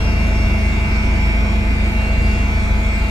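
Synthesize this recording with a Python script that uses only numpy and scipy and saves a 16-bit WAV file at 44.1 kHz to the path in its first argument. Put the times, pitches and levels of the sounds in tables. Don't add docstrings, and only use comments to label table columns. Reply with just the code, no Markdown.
import sys
import numpy as np
from scipy import signal
from scipy.fft import rfft, irfft
from scipy.io import wavfile
from scipy.ndimage import uniform_filter1d

SR = 44100
rng = np.random.default_rng(int(sys.argv[2]) if len(sys.argv) > 2 else 0)


def to_wav(s):
    ch = np.atleast_2d(s).T
    pcm = np.round(np.clip(ch, -1, 1) * 32767)
    wavfile.write(sys.argv[1], SR, pcm.astype(np.int16))


N = 136710
T = np.arange(N) / SR
COARSE_S = np.linspace(0, N / SR, 400)
PORTS = np.array([[.5], [-.5]])
ROTOR_HZ, SHAFT_HZ, WHINE_HZ = 6.614, 98.58, 2752.
MESH_TEETH = 23
BLADES, BLADE_S = 4, .018


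ROTOR_TURNS = [4, 6, 7, 8, 12, 16, 18, 32]
# level in dB, left minus right in dB, left lead in rad.
ROTOR_LINES = [(-31, 0, 0), (-37, 0, 0), (-40, 0, 0), (-18.3, 0, 0), (-22.2, 1, -.2), (-32, 0, 0),
               (-46, 0, 0), (-28.5, -3.2, .1)]
THUMP_RAD, SPREAD_RAD = -1.0, .05


def rotor(run):
    out = 0
    for turn, (db, pan_db, lead_rad) in zip(ROTOR_TURNS, ROTOR_LINES):
        hz = turn * ROTOR_HZ
        phase_rad = THUMP_RAD + SPREAD_RAD * turn ** 2
        cycles = hz * (run - BLADE_S) + phase_rad / (2 * np.pi)
        level_db = db + phone_db(hz, COARSE_S)
        out = out + tone(cycles, level_db, pan_db, lead_rad, waver_db=.5, sway_rad=.0004 * hz)
    return out


def drive_line(run, hz, row):
    db, pan_db, lead_rad = row
    cycles = hz * run + rng.random()
    level_db = db + phone_db(hz, COARSE_S)
    return tone(cycles, level_db, pan_db, lead_rad, waver_db=1.6, sway_rad=.35 * hz / (hz + 600), rate_hz=2.5)


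SHAFT_TURNS = [1, 5, 7, 8, 9, 10, 11, 12, 13, 14, 15, 16, 18, 19, 20, 21, 22, 24, 25, 26, 27, 30, 33, 35,
               39, 32, 37]
# level in dB, left minus right in dB, left lead in rad.
SHAFT_LINES = [(-37.8, -1.3, -0.0), (-52.1, 6.5, 0.1), (-44.8, 4.9, -0.1), (-49.3, 2.6, -0.0),
               (-49.6, 8.8, 1.4), (-49.1, 3.4, 0.9), (-52.6, 3.5, 1.6), (-49.6, -1.6, -2.3),
               (-50.6, 11.2, 3.1), (-52.2, 4.5, 1.4), (-49.1, -1.3, 0.0), (-50.0, 4.1, 0.5),
               (-51.0, -0.7, -2.8), (-55.0, 11.3, 2.8), (-50.9, -1.8, 1.9), (-42.1, -1.3, 1.5),
               (-42.3, 1.5, -1.5), (-43.7, -0.2, -0.9), (-42.5, 1.2, -1.0), (-51.9, -0.4, -0.4),
               (-51.9, 3.8, 2.9), (-57.9, -0.3, -2.8), (-55.0, 2.8, -0.5), (-58.2, -0.4, 0.2),
               (-57.0, 2.3, 1.0), (-59.0, 2.4, -2.4), (-62.7, -1.6, 0.0)]


def shaft(run):
    return sum(drive_line(run, turn * SHAFT_HZ, row) for turn, row in zip(SHAFT_TURNS, SHAFT_LINES))


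OTHER_HZ = [59.7, 187.4, 234.5, 329, 461.9, 634.8, 653.5, 680, 708.1, 861, 878.4, 2240.6, 2323.5, 6168,
            6364, 6652, 6804, 9434, 2685, 2837, 1308, 2214.5, 2294, 3056, 3352]
# level in dB, left minus right in dB, left lead in rad.
OTHER_LINES = [(-30.5, 0, 0), (-39, 0, .3), (-43.5, -4, .7), (-47, -.5, 0), (-50.5, 1, .3), (-48, -2, .5),
               (-40, 2, .1), (-47.5, -2, .3), (-55, 5, -.1), (-43, 1, .4), (-47, -2, 1.2), (-50.5, -3, 2.4),
               (-50, -1, -2), (-56, -1.5, 3.1), (-67.5, 1, -.9), (-63, 2, -1.6), (-65.5, -3, .6),
               (-67, -2.5, -3), (-57.5, -.5, -.2), (-60, -.5, -.1), (-52, 1, .5), (-53, 2, 2.5),
               (-51, 1, 2.6), (-61, 2, 3), (-60, 3, 2.8)]


def other_drive_tones(run):
    return sum(drive_line(run, hz, row) for hz, row in zip(OTHER_HZ, OTHER_LINES))


def whine(run, hz, rows, octave_rows):
    base = tone(hz * run, *curve(rows, COARSE_S), waver_db=.8, sway_rad=.1, rate_hz=8.)
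    octave = tone(2 * hz * run, *curve(octave_rows, COARSE_S), waver_db=2., sway_rad=.25, rate_hz=8.)
    return base + octave


# time in seconds, level in dB, left minus right in dB, left lead in rad.
MESH_PATH = [(0.15, -32.3, 0.4, -3.0), (0.4, -31.3, -1.7, -3.4), (0.65, -30.6, -3.6, -3.8),
             (0.9, -30.6, -3.8, -3.7), (1.15, -30.1, -3.2, -3.1), (1.4, -30.6, -1.8, -2.8),
             (1.65, -31.3, -1.4, -2.9), (1.9, -31.0, -2.1, -3.1), (2.15, -29.7, -2.4, -3.3),
             (2.4, -29.9, -1.1, -3.0), (2.65, -29.2, -1.4, -3.1), (2.9, -30.7, 0.2, -3.1)]
# time in seconds, level in dB, left minus right in dB, left lead in rad.
MESH_OCTAVE_PATH = [(0.15, -64.8, -3.7, -0.0), (0.4, -60.7, -2.7, 0.2), (0.65, -56.3, 0.5, -0.2),
                    (0.9, -58.0, -0.3, 0.0), (1.15, -51.9, -3.3, 2.1), (1.4, -51.0, -3.3, 2.2),
                    (1.65, -49.7, -4.4, 2.3), (1.9, -49.3, -1.6, 3.1), (2.15, -57.8, 0.0, 6.0),
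                    (2.4, -54.4, -2.2, 5.6), (2.65, -49.3, -0.1, 5.8), (2.9, -57.1, 1.1, 8.0)]


def main_mesh(run):
    return whine(run, MESH_TEETH * SHAFT_HZ, MESH_PATH, MESH_OCTAVE_PATH)


# time in seconds, level in dB, left minus right in dB, left lead in rad.
WHINE_PATH = [(.15, -37, 5, -.9), (.4, -36.5, 3.5, -1.1), (.65, -37, 4, -1.6), (.9, -37.5, 4.5, -2),
              (1.15, -38, 1, -2.9), (1.4, -39.5, -.5, -3.1), (1.92, -38.5, 0, -3.0), (2.0, -36.5, 1, -1.3),
              (2.2, -35.5, 2.5, -.9), (2.46, -37.5, 3, -.9), (2.55, -49, -2, -2.5), (2.9, -46, 0, -3.8),
              (3.0, -38, 2, -4.5)]
# time in seconds, level in dB, left minus right in dB, left lead in rad.
WHINE_OCTAVE_PATH = [(.15, -49, -5, 2.2), (.4, -50.5, -5.5, 1.9), (.65, -56, -12, .9), (.9, -52.5, -10, 2),
                     (1.15, -52.5, -12, 1.2), (1.4, -54, -7, -.2), (1.75, -53, -4, -.7), (1.9, -59, -8, .2),
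                     (2.15, -56, -6, 1.5), (2.42, -61, -7, 1.5), (2.55, -52, -2, .5), (2.72, -56, -3, .5),
                     (2.95, -59, -5, 2)]


def second_whine(run):
    return whine(run, WHINE_HZ, WHINE_PATH, WHINE_OCTAVE_PATH)


# pitch in Hz, level in dB per Hz, left minus right in dB, likeness of the ports from -1 to 1.
ROAR_SPECTRUM = [(8, -68, 0, .999), (20, -52, 0, .999), (40, -43, 0, .998), (68, -49.5, 1, 0.92),
                 (125, -48, 1, 0.92), (160, -52, 0, .85), (200, -50.5, -1.5, 0.78), (260, -54, -1.5, 0.88),
                 (388, -57, 0, 0.39), (580, -63.5, -2.5, 0.61), (650, -61, 2, .7), (713, -64, 2, 0.5),
                 (830, -67, 1.5, .4), (1080, -65.5, 0, 0.18), (1860, -67.5, -1.5, -0.04),
                 (2000, -67.5, 0, -.1), (2280, -64.5, -2, -.2), (2430, -67.5, 0, -.1),
                 (2600, -68.5, 0, -.1), (2830, -70.5, 0, -.1), (2900, -75.5, 0, -.4), (3100, -74.5, 0, -.2),
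                 (4430, -76, 1.3, 0.15), (6240, -84, -1.5, 0.58), (8160, -85.5, 0, 0.57),
                 (9660, -89, 1, -0.53), (14000, -93.5, -0.5, -0.38), (15900, -102, 0, -0.44)]
THROB, THROB_TOP_HZ = .15, 1510
PATCH_BINS, PATCH_FRAMES = 4, 12
STFT = dict(fs=SR, nperseg=1024, noverlap=768)


def airflow(run):
    return throb(uneven(skin_noise()), run)


def skin_noise():
    hz = np.maximum(np.arange(N // 2 + 1) * SR / N, 1)
    log_rows = [(np.log(row_hz), *rest) for row_hz, *rest in ROAR_SPECTRUM]
    db, pan_db, like = curve(log_rows, np.log(hz))
    like = np.clip(like, -.9995, .9995)
    mid, side = rfft(rng.standard_normal((2, N))) * np.sqrt(SR / 4)
    ports = np.sqrt(1 + like) * mid + 2 * PORTS * np.sqrt(1 - like) * side
    return irfft(undb(db + PORTS * pan_db) * ports, N)


def uneven(noise):
    hz, t, cells = signal.stft(noise, **STFT)
    patch = rng.standard_normal(cells.shape[1:])
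    for _ in range(2):
        patch = uniform_filter1d(patch, PATCH_BINS, axis=0)
        patch = uniform_filter1d(patch, PATCH_FRAMES, axis=1)
    depth_db = 1.0 + 2.85 * hz / (hz + 4000)
    patch_db = depth_db[:, None] * patch / patch.std()
    swell_db = .24 * np.interp(t, COARSE_S, walk(3.0))
    gain = undb(patch_db + swell_db + phone_db(np.maximum(hz, 1), t))
    return signal.istft(cells * gain, **STFT)[1][:, :N]


def throb(noise, run):
    low = signal.sosfilt(signal.butter(1, THROB_TOP_HZ, fs=SR, output="sos"), noise)
    return noise + THROB * np.cos(2 * np.pi * BLADES * ROTOR_HZ * (run - BLADE_S)) * low


# time in seconds, dB at 300 Hz, dB at 1000 Hz, dB at 1500 Hz, dB at 6000 Hz.
PHONE_PATH = [(0, 1, 1.5, -1, 0), (.5, 1, -0.5, 1, 0.5), (1.1, 0.5, 0, 0.5, 0.5), (1.7, 0.5, -.5, 0, -.5),
              (2.3, 0, 0, -0.5, 1), (2.6, -1, 0.5, -1, 0.5), (3.1, -2, -0.5, -0.5, 0.5)]
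# pitch in Hz; the first, deep bass, stays put.
PHONE_HZ = [60, 300, 1000, 1500, 6000]


def phone_db(hz, t):
    columns_db = np.array([0 * t] + curve(PHONE_PATH, t))
    place = np.interp(np.log(hz), np.log(PHONE_HZ), np.arange(5))
    weights = np.maximum(1 - abs(np.reshape(place, (-1, 1)) - np.arange(5)), 0)
    return weights @ columns_db


# time in seconds, parts in 10000 off nominal.
SPEED_PATH = [(0, 0), (.45, 1), (.95, 5), (1.25, -7.5), (1.45, -8.5), (1.85, -2), (2.25, 4), (2.5, 1),
              (3.1, 13.5)]


def turns():
    return np.cumsum(1 + curve(SPEED_PATH, T)[0] / 10 ** 4) / SR


def tone(cycles, db, pan_db, lead_rad, waver_db, sway_rad, rate_hz=2.93):
    waver = waver_db * (walk(rate_hz) + 1.33 * walk(16.))
    side_db = pan_db + 3.1 * sway_rad * walk(rate_hz)
    gains = undb(db + waver + PORTS * side_db)
    shifts_rad = PORTS * (lead_rad + sway_rad * walk(rate_hz))
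    ports = []
    for gain, shift_rad in zip(gains, shifts_rad):
        wave = np.sin(2 * np.pi * cycles + np.interp(T, COARSE_S, shift_rad))
        ports.append(-np.sqrt(2) * np.interp(T, COARSE_S, gain) * wave)
    return np.array(ports)


def walk(rate_hz):
    steps = np.repeat(rng.standard_normal(64), 8)
    smooth = uniform_filter1d(uniform_filter1d(steps, 8), 8)
    place = COARSE_S * min(rate_hz, 18) * 8 + 16
    return 1.3 * np.interp(place, np.arange(512), smooth)


def curve(rows, x):
    table = np.array(rows, float)
    return [np.interp(x, table[:, 0], column) for column in table.T[1:]]


def undb(db):
    return 10 ** (np.asarray(db) / 20)


def scene():
    run = turns()
    drive = shaft(run) + other_drive_tones(run) + main_mesh(run) + second_whine(run)
    return rotor(run) + drive + airflow(run)


FADE_S, TOP_HZ = .004, 15200


def record(dry):
    low_pass = signal.ellip(10, .2, 80, TOP_HZ, fs=SR, output="sos")
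    return signal.sosfilt(low_pass, dry * np.minimum(T / FADE_S, 1))


dry = scene()
out = record(dry)
to_wav(out)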